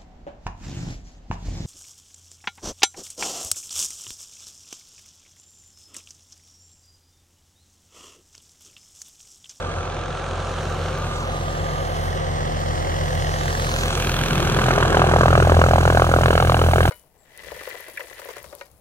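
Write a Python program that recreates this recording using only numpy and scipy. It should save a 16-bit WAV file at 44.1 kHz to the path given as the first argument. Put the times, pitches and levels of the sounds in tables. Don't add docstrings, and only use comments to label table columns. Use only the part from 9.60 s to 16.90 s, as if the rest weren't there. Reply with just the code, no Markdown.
import sys
import numpy as np
from scipy import signal
from scipy.fft import rfft, irfft, next_fast_len
from scipy.io import wavfile
from scipy.ndimage import uniform_filter1d, map_coordinates

SR = 44100
rng = np.random.default_rng(int(sys.argv[2]) if len(sys.argv) > 2 else 0)


def store_pcm(level_fs):
    pcm = np.round(np.clip(level_fs, -1, 1) * 32767).astype(np.int16)
    wavfile.write(sys.argv[1], SR, np.atleast_2d(pcm).T)


N = 321930
TIME = np.arange(N) / SR

BLADE_HZ, FIRST_PASS = 41.9, 0.637
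SOUND_SPEED_M_PER_S = 343
THIRD_ORDER_RE_SLAP_DB, SNAP_RE_SLAP_DB = -2.5, -27

# time in seconds, level in dB.
BOOM_LEVEL = [(0.1, -37), (0.18, -32), (0.61, -38), (0.87, -30.5), (1.46, -33), (3.74, -25), (4.67, -36),
              (5.87, -16.5), (6.2, -19), (6.5, -21), (7.2, -18.5)]


def throb(passes, waver_db=1.03):
    first_db = approach_db(far_db=-37.5, near_db=-29)
    boom_db = in_time(BOOM_LEVEL)[0]
    third_db = np.maximum(approach_db(far_db=-57, near_db=-36), flare_db() + THIRD_ORDER_RE_SLAP_DB)
    out = 0
    for order, db in enumerate([first_db, boom_db, third_db], 1):
        late = .47 + .003 * order * drift(8)
        gain = np.sqrt(2) * from_db(db + waver_db * order * drift(22.0))
        out = out + gain * np.cos(2 * np.pi * order * (passes - late))
    return at_ports(out, bend=3.3)


PUSH_RE_SLAP_DB = [-6, -14.5, -20.5, -15.5]
# time in seconds, lateness in blade passes.
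CUT_LATENESS = [(4.6, -.17), (5.0, -.08), (5.4, -.03), (5.8, .04), (6.6, .005), (7.3, -.01)]
# frequency in Hz, relative level in dB.
KNOCK_SPECTRUM = [(215, -4.5), (280, -1), (385, 6), (450, 2), (540, 2.5), (780, 4.5), (900, -2),
                  (1200, 0.5), (1600, -3), (2000, -10.5), (3500, -28)]
# frequency in Hz, relative level in dB.
SNAP_SPECTRUM = [(1600, 9), (1900, 3.5), (2200, 9), (2550, -4), (2950, 12.5), (3400, -0.5), (4200, 3.5),
                 (6000, -3)]


def slap(passes):
    thud_db, crack_db, snap_db = slap_levels()
    turned = passes - in_time(CUT_LATENESS)[0]
    cuts = blade_pulses(turned, spread_s=.00078, jitter_s=.00016, uneven_db=0.7)
    raw_knock = rms_one(cuts) + .45 * torn_air(cuts, decay_s=.003)
    knock = steady(colour(raw_knock, KNOCK_SPECTRUM, 200, 2300))
    thud = colour(knock, [(900, 0)], high_hz=900)
    crack = knock - thud
    fronts = blade_pulses(turned, spread_s=.0004, jitter_s=.0002, uneven_db=1)
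    snap = steady(colour(torn_air(fronts, decay_s=.0007), SNAP_SPECTRUM, 1450, 4500))
    push = sum(from_db(db) * np.cos(2 * np.pi * k * turned) for k, db in enumerate(PUSH_RE_SLAP_DB, 4))
    body = from_db(thud_db) * thud + from_db(crack_db) * crack + from_db(flare_db()) * push
    return at_ports(body, bend=1.54) + at_ports(from_db(snap_db) * snap, bend=0.81)


SLAP_START_S, SLAP_FULL_S = 4.75, 5.68
SLAP_START_DB, SLAP_FULL_DB, CRUISE_SLAP_DB = -30.5, -21, -61
SLAP_ONSET_DB_PER_S, SLAP_EASE_DB_PER_S = 83, 1


def flare_db():
    build = np.interp(TIME, [SLAP_START_S, SLAP_FULL_S], [SLAP_START_DB, SLAP_FULL_DB])
    onset = SLAP_ONSET_DB_PER_S * np.maximum(SLAP_START_S - TIME, 0)
    ease = SLAP_EASE_DB_PER_S * np.maximum(TIME - SLAP_FULL_S, 0)
    return np.maximum(build - onset - ease, CRUISE_SLAP_DB)


HARD_FADE_DB_PER_S = 302
# time in seconds, thud in dB, crack in dB, snap in dB.
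STRONG_VORTEX_CUTS = [(4.991, -29, -15, -34), (5.062, -20.5, -22, -40), (5.085, -19.5, -19.0, -40),
                      (5.11, -20.5, -11, -35), (5.18, -18, -18.5, -39), (5.229, -20.5, -15, -33.5),
                      (5.348, -17.0, -14, -34), (5.371, -13, -23, -30), (5.397, -17, -16.5, -31.5),
                      (5.419, -14, -13, -40.5), (5.442, -19.0, -22, -44.5), (5.538, -14, -11.5, -44.5),
                      (5.563, -14.5, -14.5, -39.0), (5.611, -14, -14.5, -39), (5.636, -16.5, -12, -37),
                      (5.659, -15.0, -18.0, -41), (5.682, -15.0, -12, -33), (5.731, -16.5, -17.5, -37),
                      (5.756, -16.0, -9.5, -35), (5.779, -15.5, -15, -35.5), (5.802, -17, -13.5, -36),
                      (5.826, -19, -17, -38.5), (5.875, -17.5, -24.0, -43), (5.898, -13.5, -16, -35.5),
                      (5.921, -14.0, -15.0, -40.5), (5.97, -16.5, -23.0, -39.5),
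                      (5.994, -15.5, -20.5, -40.0), (6.018, -14.0, -13, -31.5), (6.039, -14, -13, -42.5),
                      (6.063, -16.5, -21, -45.5), (6.089, -19, -16, -40.5), (6.113, -16, -17.5, -39.5),
                      (6.136, -15, -16.5, -33), (6.159, -14.5, -15, -41.5), (6.183, -17.0, -14, -41),
                      (6.255, -17.5, -16, -34), (6.278, -16.5, -14, -36.0), (6.302, -16.0, -12.5, -34),
                      (6.35, -17, -25.0, -46.5), (6.374, -13.5, -15.0, -35.0), (6.398, -17.0, -13, -38),
                      (6.421, -14, -11.5, -38), (6.54, -14.5, -13, -37), (6.564, -13.5, -19, -42.0),
                      (6.588, -18, -20, -44.5), (6.612, -18, -19.5, -41.5), (6.659, -16.5, -10.5, -27),
                      (6.706, -13.5, -14, -32), (6.755, -16, -18.5, -35.0), (6.778, -20, -11.5, -25.5),
                      (6.802, -15, -21.0, -32), (6.826, -17.5, -16, -30.5), (6.897, -18, -12.5, -28.5),
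                      (6.921, -17.5, -20.5, -34.0), (6.945, -16, -15.5, -27), (7.016, -16.5, -16.0, -29.5),
                      (7.136, -18.0, -16.0, -30), (7.159, -16.5, -20, -40), (7.184, -17.5, -16.5, -38.0),
                      (7.208, -17.5, -11.5, -35), (7.256, -19, -16, -29.5)]


def slap_levels():
    levels = flare_db() + np.array([[0], [0], [SNAP_RE_SLAP_DB]])
    for s, *hard_db in STRONG_VORTEX_CUTS:
        near = slice(int(s * SR) - SR // 10, int(s * SR) + SR // 10)
        lift_db = np.array(hard_db)[:, None] - HARD_FADE_DB_PER_S * np.abs(TIME[near] - s)
        levels[:, near] = np.maximum(levels[:, near], lift_db)
    return levels


def blade_pulses(passes, spread_s, jitter_s, uneven_db):
    when = np.interp(np.arange(np.ceil(passes[0]), passes[-1]), passes, TIME)[:, None]
    chance = rng.standard_normal((len(when), 10))
    place = np.arange(4) - 1.5
    signs = (-1) ** np.arange(1, 5)
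    sizes = signs * np.exp(-np.abs(place + .5) / 2.5) * (1 + .2 * chance[:, 2:6])
    sizes = sizes / np.linalg.norm(sizes, axis=1, keepdims=True)
    sizes = sizes * from_db(uneven_db * np.tanh(chance[:, 1:2]))
    at_s = when + jitter_s * chance[:, :1] + spread_s * (place + .27 * chance[:, 6:])
    pulses = np.zeros(N)
    pulses[np.clip(at_s * SR, 0, N - 1).astype(int)] = sizes
    return pulses


def torn_air(pulses, decay_s):
    envelope = signal.lfilter([1], [1, -np.exp(-1 / (decay_s * SR))], np.abs(pulses))
    return rms_one(envelope * rng.standard_normal(N))


# time in seconds, lateness in blade passes.
TIP_LATENESS = [(1.9, -.17), (3.2, -.12), (4.0, -.02), (4.5, .08), (5.4, .2), (6.0, .23)]
# time in seconds, hollow chop in dB, bright edge in dB.
TIP_LEVELS = [(1.6, -43, -48), (2.6, -45.5, -50), (3.3, -37, -46), (3.9, -33, -41.5), (4.2, -31.5, -36.5),
              (4.45, -32.5, -32.5), (5.0, -29.5, -34), (5.8, -33.5, -39.5), (7.3, -40, -41.5)]
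# frequency in Hz, relative level in dB.
TIP_CHOP_SPECTRUM = [(500, -3.5), (900, 0), (1300, 5), (1650, 2.5), (2000, 1.5)]
# frequency in Hz, relative level in dB.
TIP_EDGE_SPECTRUM = [(2300, 2.5), (2700, -3), (3300, 7.5), (4200, -4.5), (5000, -7), (6200, 0),
                     (8000, -7.5)]


def tip_swish(passes, early_passes=.05):
    turned = passes - in_time(TIP_LATENESS)[0] + early_passes
    tips = blade_pulses(turned, spread_s=.0008, jitter_s=.0002, uneven_db=1)
    bursts = torn_air(tips, decay_s=.0011)
    chop_db, edge_db = in_time(TIP_LEVELS)
    hollow = from_db(chop_db) * steady(colour(bursts, TIP_CHOP_SPECTRUM, 420, 1950))
    edge = from_db(edge_db) * steady(colour(bursts, TIP_EDGE_SPECTRUM, 2230, 7200))
    return at_ports(hollow, bend=1.7, most_ms=0.39) + at_ports(edge)


# frequency in Hz, relative level in dB.
BUFFET_SPECTRUM = [(185, 7), (230, -15), (280, -41), (340, -2.5), (390, 2.5), (470, 3)]


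def buffet(passes):
    level_db = air_db(far_db=-53, near_db=-46, swell_db=21, swell_s=5.41, width_s=1)
    roar = turbulence(BUFFET_SPECTRUM, 233, 357, scattered=0.074, bend=2.9)
    return from_db(level_db) * roar * chop(passes, 0.51, 0.047)


# frequency in Hz, relative level in dB.
WAKE_SPECTRUM = [(25, -32), (55, -15), (100, -2.5), (135, 0.5), (170, -7), (200, -10), (290, -14)]
# frequency in Hz, relative level in dB.
WASH_SPECTRUM = [(260, -12), (320, 1), (390, 1), (440, -3), (520, 4), (610, -3.5), (730, 0.5), (900, 1)]
# frequency in Hz, relative level in dB.
SWISH_SPECTRUM = [(900, 4), (1030, 7), (1200, 8.5), (1450, 6), (1650, 5.5), (1900, -7.5)]
# frequency in Hz, relative level in dB.
JET_SPECTRUM = [(1850, 12.5), (2100, 11.5), (2450, 5), (3100, 9), (4100, 4.5), (5000, -3), (6400, 0.5),
                (7400, -5.5), (8700, -5.5), (10500, -16.5), (12500, -18), (16000, -17.5)]
# time in seconds, level in dB before HISS_GAIN_DB.
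HISS_LEVEL = [(0.15, -49.5), (0.41, -51), (1.02, -47), (2.68, -44.5), (4.04, -38), (4.16, -37),
              (4.52, -40.5), (7.25, -42)]
# time in seconds, level in dB before SIZZLE_GAIN_DB.
SIZZLE_LEVEL = [(0.45, -91.5), (1.02, -66.5), (2.4, -53), (2.46, -50.5), (2.63, -60.5), (4.26, -46),
                (4.33, -51), (4.39, -46), (5.28, -51), (7.02, -45), (7.25, -43)]
HISS_GAIN_DB, SIZZLE_GAIN_DB = 3, 5


def rotor_air(passes):
    near = np.interp(TIME, [3.8, 4.5], [.4, 1])

    wake_db = air_db(far_db=-39, near_db=-32.5, swell_db=7, swell_s=4.88, width_s=0.32)
    wake = from_db(wake_db) * turbulence(WAKE_SPECTRUM, 45, 414, scattered=0.094, bend=0.7)

    wash_db = air_db(far_db=-31.5, near_db=-29, swell_db=3.5, swell_s=5.35, width_s=0.19) + 0.23 * drift(8.6)
    wash = from_db(wash_db) * turbulence(WASH_SPECTRUM, 355, 770, scattered=0.28, bend=1.49)
    wash = wash * chop(passes, 2 * near, -0.12)

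    swish_db = air_db(far_db=-35.5, near_db=-32.5, swell_db=7, swell_s=5.36, width_s=0.5) + drift(48)
    swish = turbulence(SWISH_SPECTRUM, 690, 1840, scattered=0.27, bend=1.46, most_ms=0.41)
    swish = from_db(swish_db) * swish * chop(passes, 2.4 * near, -0.012)

    exhaust_db = air_db(far_db=-43, near_db=-38.5, swell_db=5, swell_s=4.83, width_s=0.87) + 0.73 * drift(22.0)
    exhaust = from_db(exhaust_db) * turbulence(JET_SPECTRUM, 1650, 4340, scattered=0.48)
    exhaust = exhaust * chop(passes, 0.76 * near, 0.012)

    hiss_db = in_time(HISS_LEVEL)[0] + HISS_GAIN_DB + 0.85 * drift(15)
    hiss = from_db(hiss_db) * turbulence(JET_SPECTRUM, 4180, 10600, scattered=0.45)
    hiss = hiss * chop(passes, 1.85 * near, 0.034)

    sizzle_db = in_time(SIZZLE_LEVEL)[0] + SIZZLE_GAIN_DB
    sizzle = from_db(sizzle_db) * turbulence(JET_SPECTRUM, 10000, 14400, scattered=0.52)
    sizzle = sizzle * chop(passes, 1.5 * near, 0.04)
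    return wake + wash + swish + exhaust + hiss + sizzle


# time in seconds, level in dB.
TAIL_LEVEL = [(0, -40), (.85, -45.5), (1.3, -36.5), (2.9, -30), (3.7, -30.5), (4.3, -33), (4.9, -30),
              (5.8, -30), (7.3, -40)]
# multiple of the main blade rate, level in dB against TAIL_LEVEL.
TAIL_TONES = [(1.802, -8.5), (3.604, 0), (5.406, -14.5), (7.208, -12), (12.62, -11)]


def tail_rotor(passes, waver_db=1.9):
    turns = passes + .005 * drift(4)
    tones = 0
    for order, db in TAIL_TONES:
        tones = tones + from_db(db + waver_db * drift(1.76)) * np.sin(2 * np.pi * order * turns)
    return at_ports(np.sqrt(2) * from_db(in_time(TAIL_LEVEL)[0]) * tones, bend=1.95)


# frequency in Hz when hovering, level in dB, loudest at seconds, fade in dB per second.
GEAR_BEAMS = [(1132, -44.5, .1, 2.5), (1166, -36.5, 1.6, 4), (1284, -44.5, .1, 2.5)]
GEAR_RISE_DB_PER_S = 20


def gearbox(passes, flutter_db=3.5):
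    seconds = passes / BLADE_HZ + 2e-5 * drift(4)
    tones = 0
    for hz, db, loudest_s, fade_db_per_s in GEAR_BEAMS:
        loss_db = np.maximum(GEAR_RISE_DB_PER_S * (loudest_s - TIME), fade_db_per_s * (TIME - loudest_s))
        tones = tones + from_db(db - loss_db + flutter_db * drift(9.7)) * np.sin(2 * np.pi * hz * seconds)
    return at_ports(np.sqrt(2) * tones)


# time in seconds, envelope peak in dB before noise and filter.
TICK_TAPS = [(1.385, -37), (2.27, -42), (3.005, -33), (3.21, -42), (3.55, -28)]


def ticks(decay_s=.0012):
    taps = np.zeros(N)
    for s, db in TICK_TAPS:
        taps[round(s * SR)] = from_db(db)
    envelope = signal.lfilter([1], [1, -np.exp(-1 / (decay_s * SR))], taps + 1e-18)
    return colour(envelope * rng.standard_normal((2, N)), [(4000, -4), (15000, 3)], 3700, 17000)


# time in seconds, first delay in ms, second delay in ms.
NEAR_DELAYS = [(0, .9, 1.28), (.6, .76, 1.08), (1.3, .69, .95), (1.6, .85, 1.05), (1.9, .75, .95),
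               (3.3, .72, .92), (4.3, .72, 1.2), (7.3, .72, 1.3)]


def near_echoes(x, first_db=-15, second_db=-15):
    bright = colour(x, [(1000, -6.5), (10000, -10)], 830, 12000)
    paths = list(zip(from_db([first_db, second_db]), in_time(NEAR_DELAYS)))
    ports = [sum(gain * np.interp(TIME - ms / 1000, TIME, port) for gain, ms in paths) for port in bright]
    return np.array(ports)


def turbulence(points, low_hz, high_hz, scattered, bend=1, most_ms=2):
    white = rng.standard_normal((3, N))
    share = np.clip(scattered, 0, 1)
    direct = np.sqrt(1 - share) * at_ports(white[0], bend, most_ms)
    return rms_one(colour(direct + np.sqrt(share) * white[1:], points, low_hz, high_hz))


def chop(passes, depth_db, late):
    return rms_one(from_db(depth_db * np.cos(2 * np.pi * (passes - late))))


CRUISE_M_PER_S, CREEP_M_PER_S, BRAKED_AT_S = 13.985, 0.476, 5.206
DIVE_M_PER_S, DIVE_S = 3.3, .55


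def flown():
    braking = np.maximum(1 - (TIME / BRAKED_AT_S) ** 2, 0)
    speed = CREEP_M_PER_S + (CRUISE_M_PER_S - CREEP_M_PER_S) * braking
    return np.cumsum(speed + DIVE_M_PER_S * np.exp(-TIME / DIVE_S)) / SR


def approach_db(far_db, near_db):
    metres = flown()
    return far_db + (near_db - far_db) * metres / metres[-1]


def air_db(far_db, near_db, swell_db, swell_s, width_s):
    return approach_db(far_db, near_db) + swell_db * np.exp(-((TIME - swell_s) / width_s) ** 2)


# time in seconds, delay of the right port in ms before bend and limit.
PORT_DELAY = [(0, .11), (.5, .02), (.95, -.01), (1.35, .03), (1.75, .22), (2.1, .29), (2.75, .37),
              (3.3, .4), (3.7, .33), (4.1, .2), (4.45, .075), (5.9, .13), (7.3, .125)]


def at_ports(x, bend=1, most_ms=2):
    half = np.minimum(in_time(PORT_DELAY)[0] * bend, most_ms) * SR / 2000
    ports = [map_coordinates(x, [np.arange(N) + side * half], order=2, mode="nearest") for side in (1, -1)]
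    return np.array(ports)


def from_db(db):
    return 10 ** (np.asarray(db) / 20)


def rms_one(x):
    return x / np.sqrt(np.mean(x ** 2) + 1e-20)


def steady(x):
    power = uniform_filter1d(uniform_filter1d(x ** 2, size=3158), size=1053)
    return x / np.sqrt(np.maximum(power, 0) + 1e-3 * power.mean())


def in_time(rows):
    s, *columns = np.transpose(rows)
    return [np.interp(TIME, s, c) for c in columns]


def drift(rate_hz):
    r = np.exp(-80 * np.pi * rate_hz / SR)
    slow = signal.lfilter([1], [1, -2 * r, r * r], rng.standard_normal(N // 40 + 2002))[2000:]
    return np.interp(np.arange(N) / 40, np.arange(len(slow)), rms_one(slow))


def colour(x, points, low_hz=10, high_hz=20000):
    size = next_fast_len(N + 4096)
    hz = np.maximum(np.arange(size // 2 + 1) * SR / size, 1)
    knots, db = np.transpose(points)
    edges = (1 + (low_hz / hz) ** 16) * (1 + (hz / high_hz) ** 16)
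    gain = from_db(np.interp(np.log(hz), np.log(knots), db)) / np.sqrt(edges)
    return irfft(rfft(x, size) * gain, size)[..., :N]


def scene():
    passes = FIRST_PASS + BLADE_HZ * (TIME + flown() / SOUND_SPEED_M_PER_S)
    main_rotor = throb(passes) + slap(passes) + tip_swish(passes) + buffet(passes)
    air = rotor_air(passes - in_time(TIP_LATENESS)[0])
    helicopter = main_rotor + air + tail_rotor(passes) + gearbox(passes)
    return helicopter + near_echoes(helicopter) + ticks()


# frequency in Hz, gain in dB.
FACING_SPECTRUM = [(160, 0.5), (240, 3.5), (330, -2), (900, -1), (1600, -.5), (2000, -5), (2450, 3.5),
                   (3000, 0.5), (5000, -1)]
# frequency in Hz, gain in dB.
ASIDE_SPECTRUM = [(160, -1), (240, -2), (400, -3.5), (700, 3), (1000, 0), (1450, -5), (1900, 4),
                  (2400, -4.5), (3000, 2), (4000, -4), (5000, 0), (6500, -3.5)]
# frequency in Hz, left minus right in dB.
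LEFT_RE_RIGHT = [(220, -1), (390, 3.5), (650, -1.5), (1000, -0.5), (1700, -3.5), (2200, -6.5), (2650, 8),
                 (3400, -3), (4500, -2.5), (7000, 0.5), (16000, 0)]
CUTOFF_HZ = 15900


def record(dry):
    aside = np.interp(in_time(PORT_DELAY)[0], [.14, .32], [0, 1])
    aimed = (1 - aside) * colour(dry, FACING_SPECTRUM) + aside * colour(dry, ASIDE_SPECTRUM)
    balance = [(160, 0)] + list(LEFT_RE_RIGHT)
    ports = [colour(x, [(hz, side * db / 2) for hz, db in balance]) for x, side in zip(aimed, (1, -1))]
    ports = np.array(ports)
    rounded = ports / (1 + ports ** 6) ** (1 / 6)
    low_pass = signal.ellip(12, .1, 80, CUTOFF_HZ, fs=SR, output="sos")
    return signal.sosfilt(low_pass, rounded)


dry = scene()
out = record(dry)
store_pcm(out)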